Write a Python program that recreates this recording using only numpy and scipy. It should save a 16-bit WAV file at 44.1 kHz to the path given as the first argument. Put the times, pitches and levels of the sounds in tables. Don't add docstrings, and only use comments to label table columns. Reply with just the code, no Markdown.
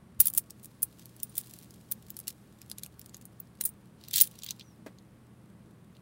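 import sys
import numpy as np
from scipy import signal
from scipy.fft import rfft, irfft
from scipy.io import wavfile
from scipy.ndimage import uniform_filter1d

SR = 44100
rng = np.random.default_rng(int(sys.argv[2]) if len(sys.argv) > 2 else 0)


def persist_wave(psi):
    counts = np.round(np.clip(psi, -1, 1) * 32767).astype(np.int16)
    wavfile.write(sys.argv[1], SR, np.atleast_2d(counts).T)


N = 265325

MEDIUM_DB = -30
# frequency in Hz, gain in dB.
RUB_TONE = [(100, -31), (800, -26.5), (1600, -8), (2700, -2.5), (3800, 0.5), (6000, -2), (9000, -1.5),
            (14000, -2.5), (15400, 0.5), (16500, 6.5)]


def amp(db):
    return 10 ** (np.asarray(db) / 20)


def curve_at(points, hz):
    row_hz, value = np.transpose(points)
    return np.interp(np.log(hz + 1), np.log(row_hz + 1), value)


def add(mix, start, sound):
    part = mix[max(round(start * SR), 0):][:len(sound)]
    part += sound[:len(part)]


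def unit_level(x):
    return x / np.sqrt(np.mean(x ** 2) + 1e-20)


def coloured(x, tone, body_db=0, top_db=0, body_hz=6800, size=1024):
    hz = abs(np.fft.fftfreq(size, 1 / SR))
    bass_db = 0.4 * body_db - 4.5
    shelves_db = np.interp(hz, [1300, 2600, body_hz, 9200, 13000, 15000],
                           [bass_db, body_db, body_db, 0, 0, top_db])
    log_gain = np.log(amp(curve_at(tone, hz) + shelves_db))
    response = np.fft.ifft(np.exp(np.conj(signal.hilbert(log_gain)))).real
    return signal.fftconvolve(x, response)[:len(x)]


def contacts(t, per_s, spread_db):
    chance, sign, force = rng.random((3, len(t)))
    return (chance < per_s / SR) * np.sign(sign - .5) * amp(spread_db * (force ** 2 - 1.5))


def crackle(t, per_s, spread_db, decay_s, rub_db):
    catches = contacts(t, per_s, spread_db)
    energy = signal.lfilter([1], [1, -np.exp(-2 / (decay_s * SR))], catches ** 2)
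    loudness = np.sqrt(energy / (energy.mean() + 1e-20) + amp(rub_db) ** 2)
    return loudness * rng.standard_normal(len(t))


def air_and_hum():
    # frequency in Hz, gain in dB.
    air_tone = [(20, -33.5), (40, -17), (60, -11), (110, -8.5), (205, -1), (260, -11), (400, -15.5),
                (700, -23), (1130, -25.5), (1700, -29), (2600, -34.5), (7000, -44.5), (9000, -38),
                (15500, -49)]
    # frequency in Hz, level in dB.
    hum_notes = [(79.5, -71.5), (120, -62), (170, -72.5), (317.6, -74), (1120, -81.5)]
    t = np.arange(N) / SR
    air_gain = amp(curve_at(air_tone, np.fft.rfftfreq(N, 1 / SR)))
    air = irfft(rfft(rng.standard_normal(N)) * air_gain, N)
    hum = sum(amp(db) * np.sqrt(2) * np.sin(2 * np.pi * (hz * t + rng.random())) for hz, db in hum_notes)
    return amp(-56.5) * unit_level(air) + hum


def shifting_fingers():
    # time in seconds, level in dB.
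    rub_levels = [(0.05, -80), (0.46, -69.5), (1.05, -64), (1.33, -62), (3.99, -74.5), (4.19, -60),
                  (4.34, -61), (4.8, -72.5), (5.2, -76.5)]
    t = np.arange(N) / SR
    ticks = crackle(t, per_s=59, spread_db=18.5, decay_s=0.0026, rub_db=1)
    loudness = amp(np.interp(t, *np.transpose(rub_levels)))
    return loudness * unit_level(coloured(ticks, RUB_TONE, body_db=-0.5, top_db=-5.5))


def rasp(length, level_db, body_db, top_db):
    t = np.arange(0, length + .01, 1 / SR)
    catches = crackle(t, per_s=2500 * amp(.5 * level_db), spread_db=11.5, decay_s=0.0014, rub_db=-7)
    stroke = np.sin(np.pi * np.minimum(t / length, 1)).clip(0) ** .5
    sound = coloured(catches * stroke, RUB_TONE, body_db, top_db, body_hz=3955)
    return amp(level_db) * unit_level(sound) * np.sqrt(len(t) / SR / length)


def hand_bumps():
    # time of the peak in seconds, level in dB, pitch in Hz, half length in seconds.
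    thumps = [(0.2006, -35.5, 67.6, 0.0092), (4.215, -45.5, 68, 0.0071)]
    # start in seconds, level in dB, fading time in seconds.
    knocks = [(.201, -40.5, 0.0031), (2.7145, -53, 0.0048), (3.143, -50, 0.0027), (3.608, -39.5, 0.0029),
              (4.863, -39.5, .013)]
    # frequency in Hz, gain in dB.
    knock_tone = [(100, -10), (280, 16), (520, 9.5), (1000, 2.5), (1900, -3), (3000, -13), (6000, -18.5),
                  (15000, -23)]
    t = np.arange(N) / SR
    out = np.zeros(N)
    for peak, db, hz, half_length in thumps:
        swell = np.exp(-((t - peak) / half_length) ** 2)
        out += amp(db) * swell * np.cos(2 * np.pi * hz * (t - peak))
    knock_t = t[:SR // 2]
    for start, db, decay_s in knocks:
        dull_noise = unit_level(coloured(rng.standard_normal(len(knock_t)), knock_tone))
        add(out, start, amp(db) * dull_noise * np.exp(-knock_t / decay_s))
    return out


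def held_stack(x, decay_s, size=512):
    spectrum = rfft(rng.standard_normal(size) * np.exp(-np.arange(size) / SR / decay_s))
    band_energy = uniform_filter1d(abs(spectrum) ** 2, size=15)
    response = irfft(spectrum / np.sqrt(band_energy))
    return signal.fftconvolve(x, response[:size // 2])[:len(x)]


def clack(level_db, body_db, top_db, chatter_s, size=2048):
    # frequency in Hz, gain in dB.
    metal_tone = [(100, -26), (400, -22.5), (800, -12.5), (1500, -10.5), (2300, -9), (3700, -1.5),
                  (5500, 1.5), (7300, 2), (9000, 2), (11500, 1), (14000, 1.5), (15400, 8), (16500, -6)]
    t = np.arange(size) / SR
    closing = np.exp(-(t / (1.15 * chatter_s)) ** 2) + 0.099 * np.exp(-t / (2.3 * chatter_s))
    soft_start = 1 - 0.3 * np.exp(-t / (0.45 * chatter_s))
    bounces = contacts(t, per_s=16000, spread_db=7) * closing * soft_start
    sound = coloured(held_stack(bounces, decay_s=0.00073), metal_tone, body_db, top_db)
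    return amp(level_db) * sound * np.sqrt(.004 * SR) / np.linalg.norm(sound)


def colliding_coins():
    # start in seconds, level in dB, body gain in dB, top gain in dB.
    pinched_blows = [(.2012, -9, -13, 1.5), (.2104, -14.5, -18, 3), (.256, -20.5, -9.5, 6),
                     (.2809, -26, -8.5, -1.5), (.3004, -33.5, -15, -2.5), (.3366, -33, -14, -7),
                     (.3494, -33.5, -13, -8), (.3757, -17, -19, -6), (.5057, -41, -4, -6),
                     (1.0567, -46, -8, -10.5), (1.1648, -52, -8, 1), (1.2006, -47.5, 2, -9),
                     (1.3791, -23, -10.5, -3), (1.5368, -44, -2, -16.5), (1.5881, -47, -1, -4),
                     (1.707, -51, 1.5, 4), (1.9132, -28, -11.5, 4), (1.92, -25, -9.5, 3),
                     (2.1031, -34.5, -5.5, 7), (2.1669, -38.5, -6.5, -13), (2.1898, -37.5, -8, -4.5),
                     (2.2007, -41, -11.5, -11.5), (2.2793, -28, -3, -4), (2.6162, -46, 5, -10.5),
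                     (2.6988, -43, -1, 1), (2.7145, -34.5, -1.5, -19), (2.7832, -38.5, -1.5, -17.5),
                     (2.834, -34.5, -3.5, -10), (2.862, -43.5, -3, -15), (2.9939, -43, -3, 0),
                     (3.0149, -47.5, 1, -9), (3.0605, -47, -2.5, -3), (3.0945, -53, 0, -7.5),
                     (3.1443, -42, 6.5, -18), (3.1675, -48, -6, -6), (3.61, -25, -5.5, -5),
                     (4.0839, -42, -7, -5), (4.1109, -40, 0.5, -5), (4.134, -30, -7, -1),
                     (4.1579, -18.5, -1.5, 7.5), (4.1807, -24.5, -2, 5), (4.2019, -20.5, -1, 2),
                     (4.2103, -9.5, -7, 6), (4.3128, -53, -2, 1), (4.3886, -46.5, -2, -6),
                     (4.4217, -49, 10, -4), (4.4341, -39, 3.5, -8), (4.4431, -37.5, -3, 10),
                     (4.4632, -40, 3, 6), (4.4901, -42.5, 7, -1), (4.5072, -31, 6, 1), (4.5959, -50, 8, -5),
                     (4.9858, -59, 12, -10)]
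    # the same four values, then the gain of the ring
    # in dB on top of the blow's level, and which coin rings (0 or 1).
    loose_blows = [(0.2698, -17.5, -17, 0.5, -27.5, 1), (0.3805, -19, -15, -5, -28.5, 1),
                   (.829, -18, -22, -5.5, -20.5, 0), (1.2312, -27, -10, 6, -9, 0),
                   (1.295, -60, -8, -14, 6, 0), (3.2537, -45.5, -13, -9, -10, 0),
                   (3.401, -35.5, -14, 10.5, -37, 1), (3.616, -43.5, -18, -13, 2, 0),
                   (3.638, -34, -15, -7, -2.5, 0), (3.652, -23, -17, 1.5, -9, 0),
                   (3.69, -40, -33, 8, -6.5, 0), (4.218, -15, -35, 3, -11.5, 0)]
    # pitch in Hz, gain in dB, seconds to fade by 60 dB.
    coin_notes = [
        [(9213, 7.5, 0.05), (9600, -5.5, .06), (13540, -19, .07), (14150, -28, .1), (14560, -14.5, .075),
         (15090, -8.5, .07), (15430, -14.5, .08), (15700, -8, .07)],
        [(9200, -16, 0.15), (11000, -13, .09), (11745, -14, .07), (12370, -10, .09), (12970, 2, 0.065),
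         (14180, 0.5, .085), (15600, -13, .1)],
    ]
    out = np.zeros(N)
    for start, level_db, body_db, top_db, *_ in list(pinched_blows) + list(loose_blows):
        force_db = level_db - MEDIUM_DB
        add(out, start, clack(level_db, body_db, top_db, chatter_s=.0021 * amp(.45 * force_db)))
        scrape = rasp(length=.024, level_db=-52 + 0.95 * force_db, body_db=body_db + 1.5, top_db=top_db)
        add(out, start - .009, scrape)
    for start, level_db, _, _, ring_db, coin in loose_blows:
        add(out, start, amp(level_db + ring_db) * ring(coin_notes[int(coin)]))
    return out


def sliding_coins():
    # start in seconds, length in seconds, level in dB, body gain in dB.
    slides = [(0.216, .035, -42, -6.5), (0.245, 0.036, -37.5, -6.5), (0.355, .026, -40.5, -15),
              (.628, 0.04, -45.5, -13.5), (0.975, .065, -57.5, 0.5), (1.35, 0.065, -41.5, -10),
              (1.418, 0.26, -56.5, -5), (1.445, 0.037, -56.5, -5), (2.269, 0.041, -44.5, -2.5),
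              (3.21, 0.0163, -55.5, -5), (3.652, 0.01445, -26, -24.5), (3.666, 0.026, -41.5, -18),
              (3.973, 0.25, -60.5, 6), (4.129, 0.0209, -33, 0), (4.145, .068, -27.5, -5.5),
              (4.223, .033, -34, -11.5), (4.254, .025, -43, -14.5), (4.303, 0.28, -64.5, 8.5),
              (4.452, 0.065, -53.5, 12.5), (4.596, 0.034, -58.5, 18), (5.949, 0.023, -70.5, 10)]
    out = np.zeros(N)
    for start, length, level_db, body_db in slides:
        add(out, start, rasp(length, level_db, body_db, top_db=-1 + .05 * (level_db - MEDIUM_DB)))
    return out


def ring(notes, size=8192):
    t = np.arange(size) / SR
    tones = np.zeros(size)
    for hz, db, fade_s in notes:
        loudness = amp(db + rng.normal(0, 1.5) - 60 * t / fade_s)
        tones += loudness * np.sin(2 * np.pi * (hz * t + rng.random()))
    return tones * (1 - np.exp(-t / .0006))


def cupped_hand(x, start_s=3.85, closing_s=0.138):
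    def band(sound, centre_hz, width_hz):
        return signal.lfilter(*signal.iirpeak(centre_hz, centre_hz / width_hz, fs=SR), sound)

    closed = np.clip((np.arange(N) / SR - start_s) / closing_s, 0, 1)
    hollow = amp(-1.5) * band(x, centre_hz=3740, width_hz=2000)
    swallowed = 0.46 * band(x + hollow, centre_hz=1150, width_hz=900)
    return x + closed * (hollow - swallowed)


def squeak():
    # time in seconds, pitch in Hz, level in dB before the grip varies it.
    glide = [(4.62, 6120, -72), (4.661, 5880, -68), (4.71, 5646, -70), (4.74, 5180, -74)]
    times, hz, db = np.transpose(glide)
    t = np.arange(N) / SR
    grip = 1.04 + 0.52 * unit_level(uniform_filter1d(rng.standard_normal(N), size=200))
    loudness = np.interp(t, times, amp(db), left=0, right=0)
    phase = 2 * np.pi * np.cumsum(np.interp(t, times, hz)) / SR
    return loudness * grip * np.sin(phase)


def room(x, near_db, tail_db):
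    # frequency in Hz, seconds to fade by 60 dB.
    fade_times = [(200, 0.29), (2000, .25), (8000, 0.18), (16000, .17)]
    t = np.arange(SR // 2) / SR
    near = contacts(t, per_s=1500, spread_db=12.5) * np.exp(-t / .006) * (t > .002)
    hz, times, bands = signal.stft(rng.standard_normal(len(t)) * (t > .006), SR, nperseg=256)
    fade = amp(-60 * times / curve_at(fade_times, hz)[:, None])
    tail = signal.istft(bands * fade, SR, nperseg=256)[1][:len(t)]
    response = amp(near_db) * near / np.linalg.norm(near) + amp(tail_db) * tail / np.linalg.norm(tail)
    return x + signal.fftconvolve(x, response)[:N]


def scene():
    coins = cupped_hand(colliding_coins() + sliding_coins())
    handling = coins + shifting_fingers() + squeak() + hand_bumps()
    return (room(handling, near_db=-12.5, tail_db=-34.5) + air_and_hum())[None]


def record(dry):
    low_pass = signal.firwin(201, cutoff=15950, window=("kaiser", 8), fs=SR)
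    return signal.oaconvolve(dry, low_pass[None], "same")


dry = scene()
out = record(dry)
persist_wave(out)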